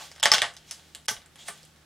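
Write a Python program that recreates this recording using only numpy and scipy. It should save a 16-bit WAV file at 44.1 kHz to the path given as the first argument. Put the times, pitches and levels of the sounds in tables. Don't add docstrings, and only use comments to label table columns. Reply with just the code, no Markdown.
import sys
import numpy as np
from scipy import signal
from scipy.fft import rfft, irfft, next_fast_len
from scipy.io import wavfile
from scipy.ndimage import map_coordinates

SR = 44100
rng = np.random.default_rng(int(sys.argv[2]) if len(sys.argv) > 2 else 0)


def bounce(signal):
    frames = np.transpose(np.atleast_2d(signal))
    limited = np.clip(frames, -1, 1)
    pcm = np.round(limited * 32767).astype(np.int16)
    wavfile.write(sys.argv[1], SR, pcm)


def to_linear_factor(level_db):
    exponent = np.asarray(level_db, float) / 20
    return 10 ** exponent


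N = 81585


def unit(x):
    return x / np.sqrt(np.mean(x ** 2) + 1e-20)


def along(points, hz):
    point_hz, value = np.transpose(points)
    return np.interp(np.log(hz + 1), np.log(point_hz + 1), value)


def wobble(rate_hz):
    knots = rng.standard_normal(int(N * rate_hz / SR) + 4)
    return map_coordinates(knots, [np.arange(N) * rate_hz / SR])


def filtered(x, response):
    n = x.shape[-1]
    size = next_fast_len(n + 8192)
    spectrum = rfft(x, size) * response(np.fft.rfftfreq(size, 1 / SR))
    return irfft(spectrum, size)[..., :n]


def resonance(f, centre_hz, width_hz):
    damping = 1j * f * width_hz
    return damping / (centre_hz ** 2 - f ** 2 + damping)


def modes(group):
    return lambda f: sum((-1) ** k * to_linear_factor(level_db) * resonance(f, centre_hz, width_hz) ** 2
                         for k, (centre_hz, width_hz, level_db) in enumerate(group))


def noise_band(shape, centre_hz, width_hz):
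    return unit(filtered(rng.standard_normal(shape), modes([(centre_hz, width_hz, 0)])))


def add_at(out, start_s, sound):
    start = round(start_s * SR)
    out[:, start:start + sound.shape[-1]] += sound


def arch(start_s, length_s):
    t = np.arange(N) / SR
    return np.sin(np.pi * np.clip((t - start_s) / length_s, 0, 1))


def stereo(pair, alike):
    def spread(hz):
        angle = np.arccos(np.clip(along(alike, hz), -1, 1)) / 2
        return np.array([np.cos(angle), 1j * np.sin(angle)])
    mid, side = filtered(pair, spread)
    return np.array([mid + side, mid - side])


# hz, likeness
CARD_ALIKE = [(100, 0.5), (600, .99), (1500, 1), (3100, 0.94), (6800, 0.82), (9000, 0.068), (15000, 0.21)]


def card_stereo(pair):
    return stereo(pair, CARD_ALIKE)


# hz, t60_s
ROOM_DECAY = [(300, 0.26), (2000, 0.22), (5500, 0.23), (14000, 0.26)]


def room():
    size, start_s = SR // 2, 0.00077
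    hz, t, z = signal.stft(rng.standard_normal((2, size)), SR, nperseg=128)
    decay = to_linear_factor(-60 * t / along(ROOM_DECAY, hz)[:, None])
    tail = signal.istft(z * decay, SR, nperseg=128)[1][:, :size]
    tail = tail * np.clip(np.arange(size) / SR / start_s - 1, 0, 1)
    return tail / np.linalg.norm(tail[0])


# centre_hz, width_hz, level_db
FLEX = [(430, 510, -12), (600, 400, -5.5), (980, 606, 1.5), (1273, 2200, -5), (1886, 1100, 2.5)]
RING = [(2720, 760, 4.5), (3330, 2360, 4)]
UPPER = [(5160, 1220, 1.94), (6270, 1050, -1.96)]
FIZZ = [(8000, 2350, 0.5), (9380, 670, 4.5), (9650, 1950, -2), (13500, 5900, -25.5)]
GROUP_DB = [4.5, -4, 2, 10.5]
TEAR_T60_S = [
    [.0028],
    [.003],
    [.0045],
    [.009],
]
# start_s, ring_peak_db, then flex_db, upper_db, fizz_db over
TEARS = [
    (0.2559, -6, -6.5, -6.5, -19),
    (0.3167, -7.5, -5, 2.5, -17.5),
    (0.3367, -3.5, -16, -8.5, -23.5),
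    (0.3432, -7.5, -13, -31.5, -21),
    (0.4178, -7.5, -7.5, -16, -20),
    (0.9483, -27.5, -16.5, -20.5, -13),
         (0.1981, -30.5, -14.5, -8, -18.5),
    (0.2283, -15.5, -3, -9.5, -12),
    (0.2297, -4, -25, -33, -23.5),
    (0.2348, -29.5, -5, -20, -17),
    (0.2506, -23.5, -29.5, -45, -8),
    (0.3818, -10.5, -15.5, -13.5, -28),
    (1.4772, -50.5, -15, -13, 5),
         (0.7101, -26, -13, 1, -8),
    (1.4818, -43, 6.5, 7, 1.5),
    (1.4847, -32, -1.5, -18, -14),
    (1.6505, -50, -17, -10.5, -3.5),
         (1.0831, -14.5, -9, -9.5, -13.5),
         (1.0808, -26, -10, -8, -12),
    (1.109, -37, -20, -12, -2),
    (.1525, -46, -16, -3, -14),
    (1.0505, -45, -20, -14, -20),
    (1.0893, -22, -30, -9, -20),
]
TICKS = [(0.1148, -42.5, -3.5, 1.5, -9.5), (0.161, -40, -6.5, -8, -17), (0.1798, -41, -6, -13, -22),
         (0.537, -46, -5, -1.5, -5.5), (0.566, -33.5, -15.5, -4.5, -16), (0.795, -41, -14.5, -28, -25),
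         (1.056, -51, -13, 3, -1), (1.1656, -32, -11, -32, -42), (1.2176, -40, -12, -44, -26.5),
         (1.259, -50.5, -5, -21, -4), (1.3571, -38.5, -10.5, -13, -13.5), (1.5755, -53, -18, -14, -5),
         (1.63, -45.5, -36.5, -4, -9), (1.76, -54.5, -3, -7, -11)]
# delay_s, level_db
ECHOES = [(.0064, -5), (.0118, -10), (.017, -15)]
# hz, level_db
ECHO_COLOUR = [(400, -12), (2500, -2), (3500, 0), (6500, 0), (10000, -8), (15000, -18)]


def snaps():
    tear_rise_s, room_db, flex_low_hz = 0.00078, 0.5, 360
    out, t = np.zeros((2, N + SR)), np.arange(768) / SR
    groups = [modes(g) for g in (FLEX, RING, UPPER, FIZZ)]
    impulses = [filtered(1. * (t == 0), g) for g in groups]
    tear = to_linear_factor(-60 * t / np.array(TEAR_T60_S)) * (1 - np.exp(-t / tear_rise_s)) ** 2
    events = [*TEARS, *TICKS]
    for start_s, peak_db, flex_db, upper_db, fizz_db in events:
        bursts = rng.standard_normal((4, len(t))) * tear
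        rings = [filtered(b, g) for b, g in zip(bursts, groups)]
        gains = to_linear_factor(peak_db + np.add(GROUP_DB, [flex_db, 0, upper_db, fizz_db]))
        blow = sum(gain * r / np.abs(r).max() for gain, r in zip(gains, rings))
        colour = sum(gain * p / np.abs(p).max() for gain, p in zip(gains, impulses))
        add_at(out, start_s, to_linear_factor(room_db) * signal.fftconvolve(colour[None], room(), axes=1))
        add_at(out, start_s, blow)
        for delay_s, loss_db in ECHOES:
            echo = filtered(blow, lambda hz: to_linear_factor(loss_db + along(ECHO_COLOUR, hz)))
            add_at(out, start_s + delay_s, echo)
    return card_stereo(filtered(out[:, :N], lambda f: (1j * f / (flex_low_hz + 1j * f)) ** 2))


# start_s, level_db, pitch_hz, t60_s
FLAPS_AND_FIBRES = [(.2285, -25.5, 863, .1), (.256, -17, 863, 0.075), (.257, -30.5, 577, 0.18),
                    (0.2552, -13, 1847, .03), (.3172, -3, 5100, .012), (.318, -20, 856, 0.11),
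                    (0.319, -15.5, 1163, 0.052), (.337, -21, 723, 0.048), (.4185, -23.5, 738, 0.068),
                    (1.083, -34, 1990, .06), (1.084, -31, 865.3, 0.13), (1.092, -32.5, 1546, 0.14),
                    (1.112, -34, 1165, 0.089), (1.11, -39, 431, 0.088), (1.484, -33.5, 696, 0.05),
                    (1.484, -40, 1770, .1), (1.486, -48, 406, 0.17), (1.506, -52.5, 1167, 0.11),
                    (.2282, -15, 8000, .008), (.2562, -12, 5000, .008), (.3368, -6, 3200, .014),
         (.3365, -14, 5000, .008), (.3812, -15, 2100, .012), (.4186, -14, 1950, .014),
         (.4183, -9, 3300, .011), (.4185, -15, 4500, .009), (.4205, -25, 9500, .01),
         (.2362, -16, 3300, .025), (.9484, -31, 3400, .015), (.426, -25, 1900, .12),
         (1.083, -15, 3100, .01), (1.0832, -17, 6000, .008), (1.0862, -23, 5200, .008),
         (1.0892, -17, 3350, .014), (1.0893, -18, 6200, .012), (1.0945, -25, 5900, .012),
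         (1.4822, -30, 7800, .01), (1.485, -25, 2200, .008), (1.4885, -33, 9000, .012),
         (1.505, -36, 8500, .012), (1.63, -46, 4800, .008), (1.49, -47, 1180, .25)]
SHIVERS = [(.235, -16.5, 7200, 0.034), (0.235, -20.5, 3450, 0.022), (.318, -38, 12500, 0.21),
           (1.0825, -28, 5800, 0.2), (1.084, -36, 9600, 0.21), (1.083, -50, 13000, 0.24),
           (1.083, -49.5, 15000, 0.24), (0.439, -41, 5230, 0.2), (1.109, -38.5, 11000, .1),
           (1.4822, -34, 8800, 0.12), (1.631, -56, 5100, 0.019)]


def flaps():
    rise_cycles, shiver_width = 1.76, .26
    out, t = np.zeros((2, N + SR)), np.arange(SR // 4) / SR
    for start_s, level_db, pitch_hz, t60_s in FLAPS_AND_FIBRES:
        envelope = to_linear_factor(level_db - 60 * t / t60_s) * (1 - np.exp(-t * pitch_hz / rise_cycles))
        add_at(out, start_s, envelope * np.sin(2 * np.pi * pitch_hz * t))
    for start_s, level_db, pitch_hz, t60_s in SHIVERS:
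        envelope = to_linear_factor(level_db - 60 * t / t60_s) * np.clip(t / .001, 0, 1)
        add_at(out, start_s, envelope * noise_band((2, len(t)), pitch_hz, shiver_width * pitch_hz))
    return card_stereo(out[:, :N])


# time_s, strength_db
RUB = [(0, -47), (0.059, -49.5), (.1, -57), (.2, -65), (.5, -79), (.65, -64), (.7, -55), (.76, -59.5),
       (1.0, -67.5), (1.3, -73.5), (1.371, -65.5), (1.395, -55.5), (1.452, -58), (1.48, -46.5),
       (1.52, -55.5), (1.658, -62), (1.72, -68.5), (1.85, -70.5)]
# hz, density_db
RUB_TONE = [(180, -38), (300, -15), (877, -7), (1260, -14.5), (1440, -8), (1870, -6), (3690, -3),
            (8420, -9), (15500, -21.5)]


def rustle():
    rub_db, grains_per_s, grain_db = 3, 2500, -7
    boom_db, boom_t60_s = -45.5, 0.25
    time_s, strength_db = np.transpose(RUB)
    t = np.arange(N) / SR
    struck = rng.random(N) < grains_per_s / SR * to_linear_factor(4 * wobble(30))
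    grains = struck * rng.standard_normal(N)
    grains = grains + signal.fftconvolve(grains[None], room()[:, :4000], axes=1)[:, :N]
    skin = rng.standard_normal((2, N)) + to_linear_factor(grain_db) * unit(grains)
    rub = unit(card_stereo(filtered(skin, lambda hz: to_linear_factor(along(RUB_TONE, hz)))))
    rub = rub * to_linear_factor(np.interp(t, time_s, strength_db) + rub_db + 0.42 * wobble(24))
    boom = unit(card_stereo(filtered(rng.standard_normal((2, N)), modes(FLEX[1:3]))))
    return rub + to_linear_factor(boom_db - 60 * t / boom_t60_s) * boom


# start_s, length_s, level_db, pitch_hz
SQUEAKS = [
    (1.382, .065, -53, 3350),
    (1.555, .045, -61, 3400),
    (.246, .011, -30, 3500),
    (1.45, .035, -55, 8300),
    (1.5, .04, -53, 8700),
    (1.385, .07, -57, 7200),
    (.6, .11, -63, 3200),
    (.675, .035, -56, 6000),
]


def squeaks():
    width = 0.24
    return sum(to_linear_factor(level_db) * arch(start_s, length_s) ** .5 * noise_band(N, pitch_hz, width * pitch_hz)
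               for start_s, length_s, level_db, pitch_hz in SQUEAKS)


# start_s, level_db, pitch_hz, length_s
THUDS = [(.248, -40, 159, 0.022), (.262, -46, 223, 0.034), (.312, -40, 172, 0.013),
         (.336, -37.5, 185, 0.017), (.415, -51.5, 111, 0.033), (0.585, -60, 60, 0.043),
         (1.082, -49.5, 119, 0.033), (1.11, -51.5, 116, 0.048), (1.105, -44, 214, 0.022),
         (1.168, -54, 50.4, 0.023), (1.485, -52, 180, 0.032),
         (.108, -55, 500, .016),
    (1.628, -57, 520, .02),
    (.29, -54, 45, .05),
]


def thuds():
    t = np.arange(N) / SR
    return sum(to_linear_factor(level_db) * np.sin(2 * np.pi * pitch_hz * (t - start_s)) * arch(start_s, length_s) ** 2
               for start_s, level_db, pitch_hz, length_s in THUDS)


# centre_hz, width_hz, gain
TABLE_MODES = [(588, 46, 0.2), (696, 16, 1.36), (848.6, 45, 0.64), (1109, 68, 0.56), (1512, 27, 1),
               (1970, 73, 0.08), (2883, 31, 0.24), (3188, 37, 0.49), (3405, 43, 0.47), (5540, 27, 0.32)]


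def table(x):
    return filtered(x, lambda f: 1 + sum(gain * resonance(f, centre_hz, width_hz)
                                         for centre_hz, width_hz, gain in TABLE_MODES))


# hz, density_db
HISS = [(15, -31), (25, -8), (184, -1), (555, -9), (746, -10.5), (1630, -11), (2190, -13.5), (4920, -17.5),
        (15700, -26.5)]
# hz, likeness
HISS_ALIKE = [(40, 0.93), (130, 1), (300, 0.77), (1400, 0.66), (3800, 0.23), (15000, .1)]
# pitch_hz, rms_db
HUM = [(77, -68), (154, -67)]


def floor():
    hiss_db, rumble_db, rumble_hz = -60.5, -82.5, 90.2
    t = np.arange(N) / SR
    hiss = filtered(rng.standard_normal((2, N)), lambda hz: to_linear_factor(along(HISS, hz)))
    hiss = to_linear_factor(hiss_db) * unit(stereo(hiss, HISS_ALIKE))
    hum = 0
    for pitch_hz, rms_db in HUM:
        level = np.sqrt(2) * to_linear_factor(rms_db + 1.8 * wobble(6.8))
        hum = hum + level * np.sin(2 * np.pi * pitch_hz * t + .4 * wobble(6.1))
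    rumble = to_linear_factor(rumble_db + 9.3 * wobble(7.06)) * noise_band((2, N), rumble_hz, 120)
    return hiss + hum + rumble


def scene():
    left_db = -0.23
    mix = table(snaps() + rustle()) + thuds() + squeaks() + floor() + flaps()
    return mix * to_linear_factor([[left_db], [-left_db]])


def top_cut(x):
    return signal.sosfilt(signal.butter(12, 15830, fs=SR, output="sos"), x)


# start_s, end_s, above_hz
DROPOUTS = [
    (.191, .195, 12500),
    (.216, .219, 0),
    (.2135, .222, 6000),
    (.301, .313, 10300),
    (.296, .316, 12500),
    (.411, .414, 8500),
    (.695, .703, 12500),
    (1.069, 1.077, 0),
]


def record(dry):
    top_hz, notch_hz, notch_width_hz, notch_db, fade_s = 15850, 1005, 50, -9, .004
    t = np.arange(N) / SR

    def band(hz):
        notch = np.exp(-((hz - notch_hz) / notch_width_hz) ** 2)
        return (hz < top_hz) * to_linear_factor(notch_db * notch)
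    x = filtered(dry, band)
    for start_s, end_s, above_hz in DROPOUTS:
        hole = np.clip(np.minimum(t - start_s, end_s - t) / fade_s + 1, 0, 1)
        x = x - hole * filtered(x, lambda hz: np.clip((hz - above_hz) / 600 + 1, 0, 1))
    return top_cut(np.clip(x, -1, 1))


dry = scene()
out = record(dry)
bounce(out)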